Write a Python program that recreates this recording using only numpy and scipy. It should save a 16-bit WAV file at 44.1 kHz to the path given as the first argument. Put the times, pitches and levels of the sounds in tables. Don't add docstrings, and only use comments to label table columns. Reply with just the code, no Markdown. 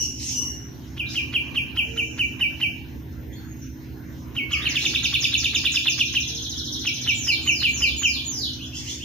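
import sys
import numpy as np
from scipy import signal
from scipy.fft import rfft, irfft, next_fast_len
from scipy.io import wavfile
from scipy.ndimage import uniform_filter1d

SR = 44100
rng = np.random.default_rng(int(sys.argv[2]) if len(sys.argv) > 2 else 0)


def store_pcm(level_fs):
    pcm = np.round(np.clip(level_fs, -1, 1) * 32767).astype(np.int16)
    wavfile.write(sys.argv[1], SR, np.atleast_2d(pcm).T)


def makeup_ratio(level_db):
    decades = np.asarray(level_db, float) / 20
    return 10 ** decades


N = 398663

QUICK_S, UNHURRIED_S = .031, .04
SNAP_S = .011


def at_hz(points, hz):
    table_hz, values = np.transpose(points)
    return np.interp(np.log(hz), np.log(table_hz), values)


def in_time(rows):
    s, *columns = np.transpose(rows)
    return [np.interp(np.arange(N) / SR, s, column) for column in columns]


def rms_one(x):
    return x / np.sqrt(np.mean(x ** 2) + 1e-20)


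def band(x, low_hz, high_hz, order=2):
    return signal.sosfilt(signal.butter(order, [low_hz, high_hz], "band", fs=SR, output="sos"), x)


def high_pass(x, order, cutoff_hz):
    return signal.sosfilt(signal.butter(order, cutoff_hz, "high", fs=SR, output="sos"), x)


def shape_spectrum(x, gain_at):
    size = next_fast_len(N)
    gain = gain_at(np.fft.rfftfreq(size, 1 / SR))
    return irfft(rfft(x, size) * gain, size)[:, :N]


def drift(rate_hz):
    pole = np.exp(-80 * np.pi * rate_hz / SR)
    noise = rng.standard_normal(N // 40 + 2002)
    slow = signal.lfilter([1], [1, -2 * pole, pole * pole], noise)[2000:]
    return np.interp(np.arange(N) / 40, np.arange(len(slow)), rms_one(slow))


def add(out, s, sound):
    i = round(s * SR)
    out[i:i + len(sound)] += sound[:N - i]


def whistle(hz, db, octave_db):
    phase = 2 * np.pi * np.cumsum(hz) / SR
    return makeup_ratio(db) * (np.sin(phase) + makeup_ratio(octave_db) * np.sin(2 * phase))


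def near_note(top_hz, end_hz, fall, hold, db):
    # f/Hz, width/Hz, level/dB
    resonances = [(2780, 200, 5), (3050, 250, 2), (3350, 130, -13), (3580, 180, 10)]
    release = .016
    t = np.arange(-SNAP_S, fall + hold + release, 1 / SR)
    linger = np.interp(top_hz, [3050, 3600], [1.0, .62])
    glide = np.cos(np.pi / 2 * np.clip(t / fall, 0, 1) ** linger) ** 2
    hook_hz = top_hz * (1 - .8 * (np.abs(t) / SNAP_S) ** 1.6)
    hz = np.where(t < 0, hook_hz, end_hz + (top_hz - end_hz) * glide)

    end_db = np.interp(fall, [QUICK_S, UNHURRIED_S], [-12.5, -4.5])
    moments = [-SNAP_S, -.008, -.005, -.002, fall * .55, fall, fall + hold, fall + hold + release]
    effort = np.interp(t, moments, [-42, -17, -12, -4.5, 0, end_db, end_db + 0.5, -36])
    throat = sum(gain_db / (1 + (2 * (hz - mode_hz) / width) ** 2) for mode_hz, width, gain_db in resonances)
    octave_db = np.interp(t, [-.007, -.004], [-3, -33])
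    return whistle(hz, db + effort + throat, octave_db)


def near_bird():
    # t/s at top, top f/Hz, fall t/s, level/dB
    slow_phrase = [
        (0.984, 3430, 0.041, -24),
        (1.16, 3250, 0.043, -20.5),
        (1.345, 3320, 0.038, -17),
        (1.563, 3243, 0.036, -18),
        (1.777, 3210, 0.036, -17),
        (1.98, 3080, 0.038, -19.5),
        (2.196, 3030, 0.039, -18.5),
        (2.413, 3046, 0.039, -17),
        (2.618, 3130, 0.039, -18),
    ]
    fast_phrase = [(4.369, 3180, 0.039, -22), (4.524, 3414, 0.036, -17.5), (4.66, 3200, 0.026, -17),
                   (4.759, 3530, 0.029, -16.5), (4.855, 3620, 0.02, -16.5), (4.951, 3620, 0.021, -16.5),
                   (5.046, 3710, 0.025, -17), (5.143, 3620, 0.027, -16), (5.244, 3620, 0.021, -16),
                   (5.342, 3620, 0.026, -16), (5.446, 3670, 0.029, -17.5), (5.551, 3696, 0.025, -17),
                   (5.656, 3566, 0.026, -14.5), (5.76, 3597, 0.028, -16.5), (5.872, 3567, 0.028, -15),
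                   (5.999, 3510, 0.033, -15), (6.156, 3250, 0.033, -16)]
    last_phrase = [
        (6.863, 3315, 0.033, -18.5),
        (7.079, 3080, 0.039, -17),
        (7.284, 3060, .042, -17.5),
        (7.479, 3038, 0.036, -14.5),
        (7.635, 3065, .046, -17),
        (7.824, 3087, 0.04, -16),
        (8.036, 3156, .044, -16),
    ]
    # first f/Hz, last f/Hz
    bottom_hz = [
        (2390, 2320),
        (2215, 2400),
        (2310, 2375),
    ]
    out = np.zeros(N)
    for phrase, bottoms in zip((slow_phrase, fast_phrase, last_phrase), bottom_hz):
        landings_hz = np.linspace(*bottoms, len(phrase))
        for (s, top_hz, fall, db), end_hz in zip(phrase, landings_hz):
            hold = np.interp(fall, [QUICK_S, UNHURRIED_S], [.003, .017])
            if s == phrase[0][0]:
                hold += .017
            add(out, s - SNAP_S, near_note(top_hz, end_hz, fall, hold, db - 0.5))
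            rasp = band(rng.standard_normal(1100), 1100, 4000) * np.hanning(1100)
            add(out, s - .024, makeup_ratio(db - 10.5) * rasp)
    return out


def even_run(first_s, gap_s, db, shortfall_db, count):
    return [(first_s + k * gap_s, db + shortfall_db * 0.33 ** k) for k in range(count)]


def second_bird():
    # t/s from start, f/Hz, level/dB
    drop = [(0, 6946, -2), (.008, 6350, -0.5), (.022, 5205, 1), (.04, 4600, 0), (.058, 3875, -13.5)]
    lift = [(0, 2770, -12), (.02, 3300, 1.5), (.05, 4030, 1), (.07, 4400, -5), (.08, 4750, -42)]
    trill = [(0, 6800, -5), (.005, 6200, 2), (.015, 5200, 0), (.021, 4700, -6), (.027, 4250, -2),
             (.036, 3700, 1.5), (.046, 3200, 0), (.053, 2950, -15)]
    slide = [(0, 6987, -3), (.015, 6932, -4), (.05, 6676, -7), (.11, 5250, -8.5), (.15, 4853, -1),
             (.19, 3963, -3), (.22, 3078, -5), (.245, 2940, -17), (.27, 3280, -32.5)]
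    rise = [(0, 2500, -16), (.015, 2750, -4), (.035, 3200, 0), (.052, 3550, 0), (.066, 3600, -22)]
    # t/s, level/dB
    slides = [
        (7.145, -23),
        (7.428, -24.5),
        (7.692, -23.5),
        (7.966, -23.5),
        (8.248, -23.5),
    ]
    rises = [
        (8.589, -34),
        (8.719, -33.5),
        (8.855, -33),
        (8.994, -33),
    ]
    drops = even_run(4.344, .172, -25.5, -28.5, count=10)
    lifts = even_run(4.596, .1717, -30.5, -0.5, count=8)
    trills = even_run(5.977, .0739, -29.5, 0, count=16)
    # shape, run, octave level/dB
    song = ((drop, drops, -60), (lift, lifts, -40), (trill, trills, -60), (slide, slides, -60), (rise, rises, -16))
    out = np.zeros(N)
    for shape, sung, octave_db in song:
        s, hz, db = np.transpose(shape)
        t = np.arange(0, s[-1], 1 / SR)
        pitch, level = np.interp(t, s, hz), np.interp(t, s, db)
        for (start, level_db), change in zip(sung, rng.normal(0, 0.01, len(sung))):
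            add(out, start, whistle(pitch * (1 + change), level + level_db, octave_db))
    return out * makeup_ratio(3.5 * drift(270))


def squawk():
    # t/s, f/Hz, level/dB, roughness/1
    cry = [
        (0, 1461, -19.5, 0.18),
        (.06, 1420, -29.5, 0.27),
        (.1, 1430, -61, 0.1),
        (.2, 1441, -32, 1.16),
        (.29, 1450, -25.5, 0.89),
        (.33, 1493, -31, 0.25),
        (.4, 1453, -24, .14),
        (.47, 1433, -35, 0.14),
        (.72, 1448, -58.5, 0.1),
    ]
    # multiple/1, level/dB
    partials = [(2, -12), (3, -23), (4, 0), (5, -11)]
    hz, db, rough = in_time(cry)
    phase = 2 * np.pi * np.cumsum(hz * (1 + 0.172 * rough * drift(370))) / SR
    sounding = np.arange(N) < cry[-1][0] * SR
    return makeup_ratio(db) * sounding * sum(makeup_ratio(gain_db) * np.sin(k * phase) for k, gain_db in partials)


def far_birds():
    # t/s, length t/s, low f/Hz, high f/Hz, level/dB
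    chatter = [(1.063, 0.021, 3550, 4010, -32.5), (1.072, 0.12, 3700, 6640, -39),
               (1.085, 0.023, 4620, 5120, -32), (1.751, 0.63, 5540, 7130, -50.5),
               (3.321, 0.025, 3210, 3630, -47), (3.324, 0.025, 6130, 7160, -50),
               (3.355, 0.034, 4220, 4560, -48), (3.418, 0.16, 6460, 6690, -54),
               (3.612, 0.027, 5660, 6300, -43.5), (4.517, 0.12, 1170, 1288, -35.5),
               (4.522, 0.28, 1620, 2185, -40.5), (4.731, 0.17, 4620, 7000, -34.5),
               (2.4, 0.37, 3960, 6530, -57.5), (8.716, 0.31, 1850, 2590, -51.5),
               (8.531, 0.0084, 5050, 6500, -33), (8.648, 0.035, 4800, 6700, -41.5),
               (8.733, 0.087, 4530, 7240, -34), (8.838, 0.12, 4040, 7150, -33.5)]
    # t/s, length t/s, f/Hz, level/dB
    coos = [
        (0.977, 0.11, 530, -81),
        (1.846, 0.21, 455.7, -40.5),
        (2.385, 0.12, 581, -54),
        (6.251, 0.23, 452, -50.5),
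    ]
    out = np.zeros(N)
    for s, length, low_hz, high_hz, db in chatter:
        n = round(length * SR)
        noise = rms_one(band(rng.standard_normal(30000), low_hz, high_hz, order=3))
        add(out, s, makeup_ratio(db) * noise[2000:2000 + n] * np.hanning(n) ** .5)
    for s, length, hz, db in coos:
        n = round(length * SR)
        add(out, s, whistle(np.full(n, hz), db, octave_db=-35) * np.hanning(n) ** .5)
    return out


def porch(x, wet_db, echo_db, direct_db, pan_db, onset):
    # delay t/s, level/dB
    wall_echoes = [
        (.004, -12),
        (.009, -13),
        (.0165, -8),
        (.026, -13),
        (.04, -14),
    ]
    t60_s = 0.51
    t = np.arange(round(1.2 * SR)) / SR
    lumps = makeup_ratio(2.2 * rng.standard_normal((2, len(t) // 128 + 1))).repeat(128, axis=1)[:, :len(t)]
    decay = makeup_ratio(-60 * t / t60_s) * (1 - np.exp(-t / onset))
    tail = rng.standard_normal((2, len(t))) * lumps * decay
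    response = makeup_ratio(wet_db) * tail / np.sqrt(np.sum(tail ** 2, axis=1, keepdims=True))
    response[[0, 1], [0, 2]] += makeup_ratio(direct_db)
    skews = rng.uniform(-.0004, .0004, (len(wall_echoes), 2))
    for (s, db), skew in zip(wall_echoes, skews):
        response[[0, 1], ((s + skew) * SR).astype(int)] += makeup_ratio(db + echo_db)
    pan = makeup_ratio(np.array([[pan_db], [-pan_db]]) / 2)
    return signal.fftconvolve(x[None], response * pan, axes=1)[:, :N]


def motor():
    # multiple/1, level/dB
    orders = [(1, -64), (2, -18), (3, -25.5), (4, -52), (5, 3), (6, 1.5), (7, -9), (8, -1.5), (9, 3),
              (10, -3), (11, -7), (12, -26), (13, -42), (14, -11.5), (15, -54.5), (16, -64), (17, -3.5),
              (18, -2), (19, -0.5), (20, -6.5), (21, -13.5), (22, -16.5), (23, 1), (24, -21), (25, -35),
              (26, -14), (27, -17)]
    firing_hz = 13.82 * (1 + 0.0017 * drift(0.41))
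    turns = 2 * np.pi * np.cumsum(firing_hz) / SR
    tone = 0
    for k, db in orders:
        tone = tone + makeup_ratio(db + 2.0 * drift(2.9)) * np.sin(k * turns + rng.uniform(0, 2 * np.pi))
    return makeup_ratio(-46) * tone * makeup_ratio(np.array([[-1.3], [1.3]]))


def coloured(spectrum, edges, patchy_db):
    # f/Hz, correlation/1
    likeness = [(60, 1), (250, 0.61), (500, 0.12), (1000, 0.084), (8000, 0.63)]
    # f/Hz, level/dB
    lean_db = [(60, -12.5), (110, 6.5), (200, -3), (380, -2), (700, 0.5), (1290, -1.5), (2380, 1),
               (4400, -1.5), (8120, 3), (15000, 1.5)]
    out, white = 0, rng.standard_normal((2, 2, N))
    for k, (low, high) in enumerate(zip(edges, edges[1:])):
        mid, side = band(white[k % 2], low, high)
        hz = np.sqrt(low * high)
        alike = np.clip(at_hz(likeness, hz), 0, 1)
        lean = makeup_ratio(at_hz(lean_db, hz) / 2 * np.array([[1], [-1]]))
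        pair = np.sqrt(1 + alike) * mid + np.sqrt(1 - alike) * side * [[1], [-1]]
        out = out + makeup_ratio(at_hz(spectrum, hz) + patchy_db * drift(5.5)) * lean * pair
    return rms_one(out)


def traffic_air():
    # f/Hz, level/dB per Hz
    air_spectrum = [(15, -64), (25, -50.5), (43, -35), (50, -18.5), (66, -5), (146, -7.5), (209, -13.5),
                    (315, -11), (464, -28), (499, -15.5), (605, -26.5), (1550, -27), (2900, -37),
                    (6760, -36), (8000, -81.5), (10400, -92), (17600, -120)]
    # t/s, level/dB
    swell = [(0.0, -35.5), (0.8, -35), (1.4, -32), (2.8, -35), (3.8, -36), (4.6, -32), (5.8, -37),
             (7.8, -32), (9.04, -39)]
    noise = coloured(air_spectrum, 45 * 2 ** np.arange(0, 7.7, .4), patchy_db=3.0)
    return high_pass(makeup_ratio(in_time(swell)[0] - 5) * noise, 6, 60)


def round_the_wall(x):
    # f/Hz, width/Hz, level/dB
    shadow_dips = [(4650, 300, -8), (1250, 200, -6)]

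    def gain_at(hz):
        return makeup_ratio(sum(db / (1 + (2 * (hz - dip_hz) / width) ** 2) for dip_hz, width, db in shadow_dips))

    return shape_spectrum(x, gain_at)


def hiss():
    # f/Hz, level/dB per Hz
    hiss_spectrum = [(8000, -26), (9500, -25), (11000, -17), (12700, -13), (13100, 0), (13900, 0),
                     (14300, -14), (15000, -22), (15600, -35)]
    return makeup_ratio(-60) * coloured(hiss_spectrum, np.geomspace(8000, 15500, 20), patchy_db=1.5)


def whine():
    # t/s, f/Hz, level/dB
    whine_course = [
        (2.38, 13609, -100),
        (2.45, 13609, -59),
        (4.5, 13609, -59),
        (4.7, 13609, -66),
        (5.45, 13609, -59),
        (5.55, 13609, -100),
    ]
    hz, db = in_time(whine_course)
    return whistle(hz, db, octave_db=-200)


def scene():
    near = porch(near_bird(), -4.5, echo_db=0, direct_db=0, pan_db=-1.6, onset=.007)
    distant = second_bird() + squawk() + far_birds()
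    far = porch(distant, 3, echo_db=-8.5, direct_db=-3, pan_db=-2.0, onset=0.00057)
    return near + round_the_wall(far + traffic_air()) + motor() + hiss() + whine()


def shifted(x, low_hz, high_hz, up_hz):
    analytic = signal.hilbert(band(x, low_hz, high_hz, order=4), next_fast_len(N))[:, :N]
    return np.real(analytic * np.exp(2j * np.pi * up_hz * np.arange(N) / SR))


def following(x, low_hz, high_hz, size):
    power = uniform_filter1d(band(x, low_hz, high_hz) ** 2, size=size)
    return np.sqrt(power + 1e-12) * rng.standard_normal((2, N))


def masked_lines(x, mask_db, luck_db):
    # f/Hz, against the band level/dB, against the frame level/dB
    thresholds = [(600, -14, -90), (2000, -9, -80), (3500, -4, -68), (7000, -2, -58), (7700, -1, -44),
                  (9400, -1, -48), (11000, 0, -56), (15000, 0, -54)]
    hz, _, lines = signal.stft(x, SR, window="cosine", nperseg=2048)
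    power = uniform_filter1d(np.abs(lines) ** 2, size=13, axis=1)[:, 6::12]
    spread = uniform_filter1d(power, size=13, axis=1)
    frame = power[:, 8:].sum(axis=1, keepdims=True)
    table_hz, *steps = np.transpose(thresholds)
    step_db, frame_db = (np.interp(hz[6::12], table_hz, s)[:, None] for s in steps)

    luck = uniform_filter1d(rng.standard_normal(power.shape[1:]), size=2, axis=1) * np.sqrt(2)
    floor = power * makeup_ratio(2 * step_db) + spread * makeup_ratio(2 * mask_db) + frame * makeup_ratio(2 * frame_db)
    step = np.sqrt(floor) * makeup_ratio(luck_db * luck)
    step = step[:, np.minimum(np.arange(len(hz)) // 12, power.shape[1] - 1)]
    keep = (np.abs(lines) > step) | (hz < 600)[:, None]
    return signal.istft(lines * keep, SR, window="cosine", nperseg=2048)[1][:, :N]


def low_pass(x):
    return signal.sosfilt(signal.butter(12, 15830, fs=SR, output="sos"), x)


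def record(dry):
    # f/Hz, level/dB
    treble_db = [(9000, -25.5), (9800, -14.5), (11000, -13), (12500, -17), (14300, -12), (14900, -61)]
    kept = signal.sosfilt(signal.cheby2(12, 45, 7500, fs=SR, output="sos"), dry)
    quiet_top = high_pass(dry, 6, 8200)
    fill = makeup_ratio(-14) * shifted(dry, 3000, 9100, up_hz=7415) + following(kept, 3980, 11000, size=500)
    rebuilt = shape_spectrum(fill, lambda hz: makeup_ratio(at_hz(treble_db, hz + 1)))
    rebuilt = band(rebuilt, 8800, 14800, order=6)
    last = band(following(dry, 2200, 3200, size=1200), 15150, 15750, order=5)
    whole = kept + quiet_top + rebuilt + makeup_ratio(-14.0) * last
    return low_pass(masked_lines(whole, mask_db=-20, luck_db=4))


dry = scene()
out = record(dry)
store_pcm(out)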